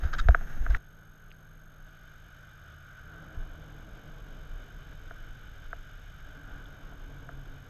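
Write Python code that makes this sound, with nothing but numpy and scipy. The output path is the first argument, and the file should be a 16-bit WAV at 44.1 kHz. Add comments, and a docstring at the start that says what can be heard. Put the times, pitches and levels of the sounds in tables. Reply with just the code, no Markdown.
"""Under a road bridge, in a kayak, heard by a camera in a plastic housing. Gear is handled: knocks and scrapes
ring the housing, the mount thumps, clothing rustles; then the scene changes. Traffic rumbles overhead: two
vehicles cross the span and a heavy engine coasts down. A few light knocks follow. The camera's electronics add
a faint, high, pulsing whine."""
import sys
import numpy as np
from scipy import signal
from scipy.fft import rfft, irfft, next_fast_len
from scipy.io import wavfile
from scipy.ndimage import uniform_filter1d

SR = 44100
rng = np.random.default_rng(int(sys.argv[2]) if len(sys.argv) > 2 else 0)


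def master(y):
    """Save y as 16-bit WAV."""
    cut = np.clip(np.atleast_2d(y).T, -1, 1)
    pcm = np.round(cut * 32767)  # scale
    wavfile.write(sys.argv[1], SR, pcm.astype(np.int16))


N = 339129
TIME = np.arange(N) / SR
HANDLING_END_S, BAND_LIMIT_HZ = 0.773, 14900


# Each row: start in seconds, peak in dB, low-mode weight in dB, cut-off in Hz.
HOUSING_KNOCKS = [(0.2855, -35, -14, 7500), (0.286, -14.5, 8.5, 5700), (0.307, -29.5, -7, 2410),
                  (0.3466, -9.5, -5, 2100), (0.4105, -34.5, 4, 3200), (0.664, -24.5, -3.5, 2050),
                  (0.7498, -23.5, -25, 4460), (5.1094, -34, 3, 1760), (5.7296, -25.5, -1.5, 1810),
                  (6.9220, -45, 14, 1900), (7.2900, -33, 2.5, 1750)]

def knocks():
    """Gear strikes the housing; harder contact has a higher cut-off."""
    out = np.zeros(N)
    for start_s, db, low_db, cutoff_hz in HOUSING_KNOCKS:
        add(out, start_s, amp(db) * housing(low_db, cutoff_hz))
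    return out


# Each row: frequency in Hz, swell in seconds, relative level in dB.
HOUSING_MODES = [(302, 0.003, -33), (477, 0.0023, -22), (682, 0.0027, -15.5), (942, 0.002, -26),
                 (1330, 0.0017, -17.5), (1504, 0.00072, -2), (1885, 0.00045, -18), (3140, 0.00068, -24),
                 (3754, 0.0015, -29), (4980, 0.00036, -27.5), (6360, 0.00028, -32)]

def housing(low_db, cutoff_hz, bright_db_per_oct=0):
    """One blow, peak 1: heavy blows favour the low modes, soft contact cuts the high ones."""
    low, high = 0, 0
    for hz, swell_s, db in HOUSING_MODES:
        if hz < 1000:
            low += amp(db + low_db) * ring(hz, swell_s)
        else:
            tilt_db = bright_db_per_oct * max(np.log2(hz / 1600), 0)
            high += amp(db + tilt_db) * ring(hz, swell_s)
    stiff_walls = signal.butter(5, 1120, "high", fs=SR, output="sos")
    contact = signal.butter(4, min(cutoff_hz, BAND_LIMIT_HZ), fs=SR, output="sos")
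    out = signal.sosfilt(contact, low + signal.sosfilt(stiff_walls, high))
    return out / abs(out).max()


# Each row: start in seconds, envelope peak in dB, frequency in Hz, swell in seconds.
MOUNT_THUMPS = [(0.032, -23, 46, 0.01), (0.051, -20, 62, 0.0072), (0.206, -14.5, 21, 0.0054),
                (0.255, -15, 44.5, .009), (0.2883, -6.5, 53.4, 0.0087), (0.601, -24, 45, 0.013),
                (0.667, -30, 38, 0.009), (0.697, -14, 42.8, 0.013), (0.735, -24, 40, 0.0054),
                (3.366, -29, 25, 0.03), (3.373, -32, 66, 0.0058), (4.49, -33, 30, 0.028)]
TACKLE_TICKS = [(0.0363, -33.5, 1390, 0.001), (0.0360, -43, 2920, 0.00035), (0.195, -28, 1340, 0.0027),
                (0.537, -47, 1700, 0.0011), (0.5505, -54, 5440, 0.00024), (0.7476, -19.5, 1850, 0.0006),
                (1.307, -52, 2900, 0.00049), (1.316, -39, 2580, 0.00025), (1.3235, -59, 4730, .0004),
                (6.657, -47, 3400, .0008)]

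def taps(rows):
    """Each tap rings one damped mode: low for the mount, high for tackle."""
    out = np.zeros(N)
    for start_s, db, hz, swell_s in rows:
        add(out, start_s, amp(db) * ring(hz, swell_s))
    return out


# Each row: start in seconds, length in seconds (capped at 0.1), rms in dB, low-mode weight in dB,
# brightness in dB per octave, cut-off in Hz.
HOUSING_SCRAPES = [(0.010, 0.13, -49, 2, 5, 7500), (0.03, 0.016, -46.5, 3, 8, 4500),
                   (0.126, 0.031, -36, -2.5, 6.5, 6500), (0.180, 0.026, -35, -36, 8, 11000),
                   (0.21, 0.0064, -44, -12, 8, 8000), (0.701, 0.012, -45.5, -2, 7.5, 13000),
                   (0.72, 0.023, -71, -10, -1, 11000)]

def scrapes(slips_per_s=5000):
    """Dense tiny slips ring the housing as something slides over it."""
    out, max_size = np.zeros(N), SR // 10
    for start_s, length_s, db, low_db, bright_db_per_oct, cutoff_hz in HOUSING_SCRAPES:
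        slips = rng.standard_normal(max_size) * (rng.random(max_size) < slips_per_s / SR)
        size = min(int(length_s * SR), max_size)
        stroke = slips[:size] * signal.windows.tukey(size, 0.5)
        sound = signal.fftconvolve(stroke, housing(low_db, cutoff_hz, bright_db_per_oct))
        rms = np.sqrt(np.sum(sound ** 2) / size + 1e-20)
        add(out, start_s, amp(db) * sound / rms)
    return out


# Each row: frequency in Hz, relative level in dB.
SWAY_SPECTRUM = [(8.8, -30), (15, 14), (23, 5.5), (33, -0.5), (114, -23), (145, -18), (219, -43),
                 (300, -31.5), (390, -61), (660, -120)]
RUSTLE_SPECTRUM = [(120, 4.5), (200, 1.5), (480, -9), (760, -7), (1000, -13.5), (1540, 1), (2200, -16),
                   (3800, -22), (4500, -32), (5500, -26), (7500, -34), (8500, -38.5), (13000, -42.5)]

def handling(grip_s=0.11, grip_db=5.5):
    """The mount sways and clothing rustles; the grip tightens just before the end."""
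    grip = amp(grip_db * ramp(HANDLING_END_S - grip_s, grip_s))
    folds_db = 1.7 * drift(40)
    sway = amp(-29.5) * noise(SWAY_SPECTRUM)
    rustle = amp(-49.5 + folds_db) * noise(RUSTLE_SPECTRUM)
    return grip * (sway + rustle)


# Each row: arrival in seconds, approach in seconds, tyres in dB, roar in dB, hold in seconds,
# fade in dB per second, engine note in Hz, note width in Hz, note in dB.
SPAN_VEHICLES = [(3.007, 0.74, -55, -57, 1.26, 5.5, 157.4, 11, -58),
                 (6.231, .3, -55.5, -57.5, 1.05, 9, 143.7, 4.5, -53)]
# Each row: frequency in Hz, relative level in dB.
ROAR_SPECTRUM = [(94, -15), (160, -2), (183, -4), (230, -7.5), (290, -6), (384, -12), (434, -8), (521, -11),
                 (630, -9.5), (920, -16.5), (1070, -16.5), (1150, -14), (1500, -57), (2530, -120)]

def traffic(far_roar_db=-65.5):
    """Vehicles roar across the span over distant traffic; the uneven road flutters roar and tyres."""
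    gain = amp(far_roar_db)
    for start_s, _, _, roar_db, hold_s, fade_db_per_s, *_ in SPAN_VEHICLES:
        gain = power_sum(gain, amp(roar_db) * crossing(start_s, hold_s, fade_db_per_s))
    flutter = drift(25)
    rumble = deck_rumble()
    roar = gain * amp(0.86 * flutter) * noise(ROAR_SPECTRUM)
    return rumble + roar + amp(0.54 * flutter) * tyres()


# Each row: frequency in Hz, relative level in dB.
DECK_SPECTRUM = [(12, -6), (24, 2), (36, -1), (60, -13), (100, -21), (160, -25), (260, -45)]

def deck_rumble(far_db=-54, loaded_db=-44.5, lag_s=0.23):
    """The first vehicle loads the deck, which rumbles on."""
    loaded = crossing(SPAN_VEHICLES[0][0] + lag_s, hold_s=0, fade_db_per_s=0)
    return np.maximum(amp(far_db), amp(loaded_db) * loaded) * noise(DECK_SPECTRUM)


# Each row: frequency in Hz, relative level in dB.
TYRE_SPECTRUM = [(590, -4.5), (1000, -20.5), (1230, -0.5), (1330, -0.5), (1440, 5.5), (1510, 7.5),
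                 (1620, 3.5), (1850, -13), (2000, -16.5), (2600, -43), (4400, -120)]
SIZZLE_SPECTRUM = [(1180, -9.5), (2000, -5.5), (2210, -2.5), (2390, -1.5), (2590, -9), (2720, -10.5),
                   (2930, -1), (3040, 1), (3280, -6), (3620, -2.5), (3970, -12), (4300, -17.5), (5250, -13),
                   (5900, -19), (6100, -15.5), (7930, -22), (13400, -120)]

def tyres(far_roll_db=-61, far_sizzle_db=-72.5, nearest_s=5.52, width_s=2.8):
    """A stream of tyres swells and ebbs once; each vehicle peaks, then the deck screens it."""
    stream = ramp(start_s=1.67, length_s=0.28) / np.hypot(1, (TIME - nearest_s) / width_s)
    roll = power_sum(amp(far_roll_db), amp(-60) * stream)
    sizzle = power_sum(amp(far_sizzle_db), amp(-64) * stream)
    for start_s, approach_s, tyres_db, *_ in SPAN_VEHICLES:
        past_peak_s = TIME - start_s - 0.27
        slope_s = np.where(past_peak_s < 0, approach_s, 0.2)
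        roll = power_sum(roll, amp(tyres_db) / (1 + (past_peak_s / slope_s) ** 2))
    return roll * noise(TYRE_SPECTRUM) + sizzle * noise(SIZZLE_SPECTRUM)


def span_boom(peak_s=3.03, width_s=0.63):
    """A low, narrow resonance of the span swells as the first vehicle arrives."""
    swell = np.exp(-((TIME - peak_s) / width_s) ** 2)
    return amp(-53.5) * swell * band(hz=77.25, width_hz=1.9)


def vehicle_engines(octave_db=-9):
    """Each crossing vehicle drones on a rough note and its octave."""
    out = np.zeros(N)
    for start_s, _, _, _, hold_s, fade_db_per_s, hz, width_hz, db in SPAN_VEHICLES:
        note = drone(hz, width_hz, start_s) + amp(octave_db) * drone(2 * hz, 2 * width_hz, start_s)
        out += amp(db) * crossing(start_s, hold_s, fade_db_per_s) * note
    return out


def drone(hz, width_hz, start_s, sag_per_s=0.041):
    """A rough engine note that sinks as it goes by."""
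    note = signal.hilbert(band(hz, width_hz), next_fast_len(N))[:N]
    sag_rad = np.pi * hz * sag_per_s * (TIME - start_s) ** 2
    return (note * np.exp(-1j * sag_rad)).real


# Each row: multiple of the cycle rate, then level in dB at the highest, middle and lowest speed.
ENGINE_ORDERS = [(4, -72, -66, -70), (5, -66, -64, -62.5), (6, -66, -59, -59.5), (7, -69.5, -67.5, -73),
                 (8, -62.5, -63.5, -74), (9, -75, -77, -69), (10, -71, -75.5, -79)]

def heavy_engine(cruise_hz=19.22, lift_s=1.95, drop_hz=0.5, coast_hz_per_s=0.345):
    """The engine cruises, drops as the throttle lifts, then coasts down; its orders swell and fade."""
    coasting_s = np.maximum(TIME - lift_s, 0)
    cycle_hz = cruise_hz - drop_hz * ramp(lift_s, length_s=0.45) - coast_hz_per_s * coasting_s
    cycles = np.cumsum(cycle_hz) / SR
    slowed = (cycle_hz.max() - cycle_hz) / np.ptp(cycle_hz)
    out = np.zeros(N)
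    for order, *levels_db in ENGINE_ORDERS:
        rms_db = np.interp(slowed, [0, 0.5, 1], levels_db) + 0.62 * drift(1.4)
        out += np.sqrt(2) * amp(rms_db) * np.sin(2 * np.pi * (order * cycles + rng.random()))
    return out


# Each row: frequency in Hz, relative level in dB.
HISS_SPECTRUM = [(300, 6), (3500, -4), (5500, -11.5), (7100, -19), (8200, -9), (11500, -14.5), (13500, -14),
                 (14500, -38)]

def electronics(whine_hz=6449.5, frame_hz=47.9485):
    """A whine and its octave pulse once a frame, longer and louder at first, over a soft hiss."""
    frames = (TIME - 0.0082) * frame_hz + 1
    early = TIME < HANDLING_END_S
    duty = np.where(early, 0.8, 0.43)
    gate = uniform_filter1d(1.0 * (frames % 1 < duty), size=40)
    jitter_rad = 1.03 * rng.standard_normal(int(frames[-1]) + 1)
    phase = 2 * np.pi * whine_hz * TIME + jitter_rad[frames.astype(int)]
    whine = amp(-68) * np.sin(phase) + amp(-70) * np.sin(2 * phase)
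    return gate * whine * amp(3 * early) + amp(-74) * noise(HISS_SPECTRUM)


def crossing(start_s, hold_s, fade_db_per_s):
    """Gain of a vehicle on the span: quick rise, hold, fade."""
    fading_s = np.maximum(TIME - start_s - hold_s, 0)
    return ramp(start_s, length_s=0.21) ** 0.5 * amp(-fade_db_per_s * fading_s)


def ring(hz, swell_s):
    """A damped mode whose envelope swells to 1 and dies away."""
    t = np.arange(SR // 4) / SR
    return t / swell_s * np.exp(1 - t / swell_s) * np.sin(2 * np.pi * hz * t)


def noise(spectrum):
    """Noise of rms 1, shaped by (Hz, dB) points."""
    size = next_fast_len(N)
    bins_hz = np.fft.rfftfreq(size, 1 / SR)
    hz, db = np.transpose(spectrum)
    gain = amp(np.interp(np.log(bins_hz + 1), np.log(hz + 1), db, left=-120, right=-120))
    return unit(irfft(rfft(rng.standard_normal(size)) * gain, size)[:N])


def band(hz, width_hz):
    """Narrow noise around hz."""
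    return noise([(hz - 2 * width_hz, -25), (hz, 0), (hz + 2 * width_hz, -25)])


def drift(top_hz):
    """Random wander of rms 1."""
    rates_hz = top_hz * np.geomspace(1 / 8, 1, num=16)
    t = TIME[::200]
    waves = np.sin(2 * np.pi * (rates_hz * t[:, None] + rng.random(len(rates_hz))))
    return np.interp(TIME, t, unit(waves.sum(1)))


def ramp(start_s, length_s):
    """Linear rise from 0 to 1."""
    return np.clip((TIME - start_s) / length_s, 0, 1)


def power_sum(*gains):
    """Unrelated sounds add by power."""
    return np.sqrt(sum(g ** 2 for g in gains))


def amp(db):
    """Decibels to gain."""
    return 10 ** (np.asarray(db) / 20)


def unit(x):
    """Scales to rms 1."""
    return x / np.sqrt(np.mean(x ** 2) + 1e-20)


def add(mix, start_s, sound):
    """Mixes a sound in at start_s."""
    part = mix[round(start_s * SR):][:len(sound)]
    part += sound[:len(part)]


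def scene():
    """The scene changes at once from the handling to the traffic under the bridge."""
    busy = uniform_filter1d(1.0 * (TIME < HANDLING_END_S), size=100)
    gear = handling()
    bridge = traffic() + span_boom() + heavy_engine() + vehicle_engines()
    contacts = knocks() + taps(TACKLE_TICKS) - taps(MOUNT_THUMPS) + scrapes()
    return (busy * gear + (1 - busy) * bridge + contacts + electronics())[None]


def record(dry):
    """Steep low-pass at the camera's band limit."""
    lowpass = signal.firwin(511, BAND_LIMIT_HZ, window=("kaiser", 9), fs=SR)
    return signal.oaconvolve(dry, lowpass[None], "same")


dry = scene()
out = record(dry)
master(out)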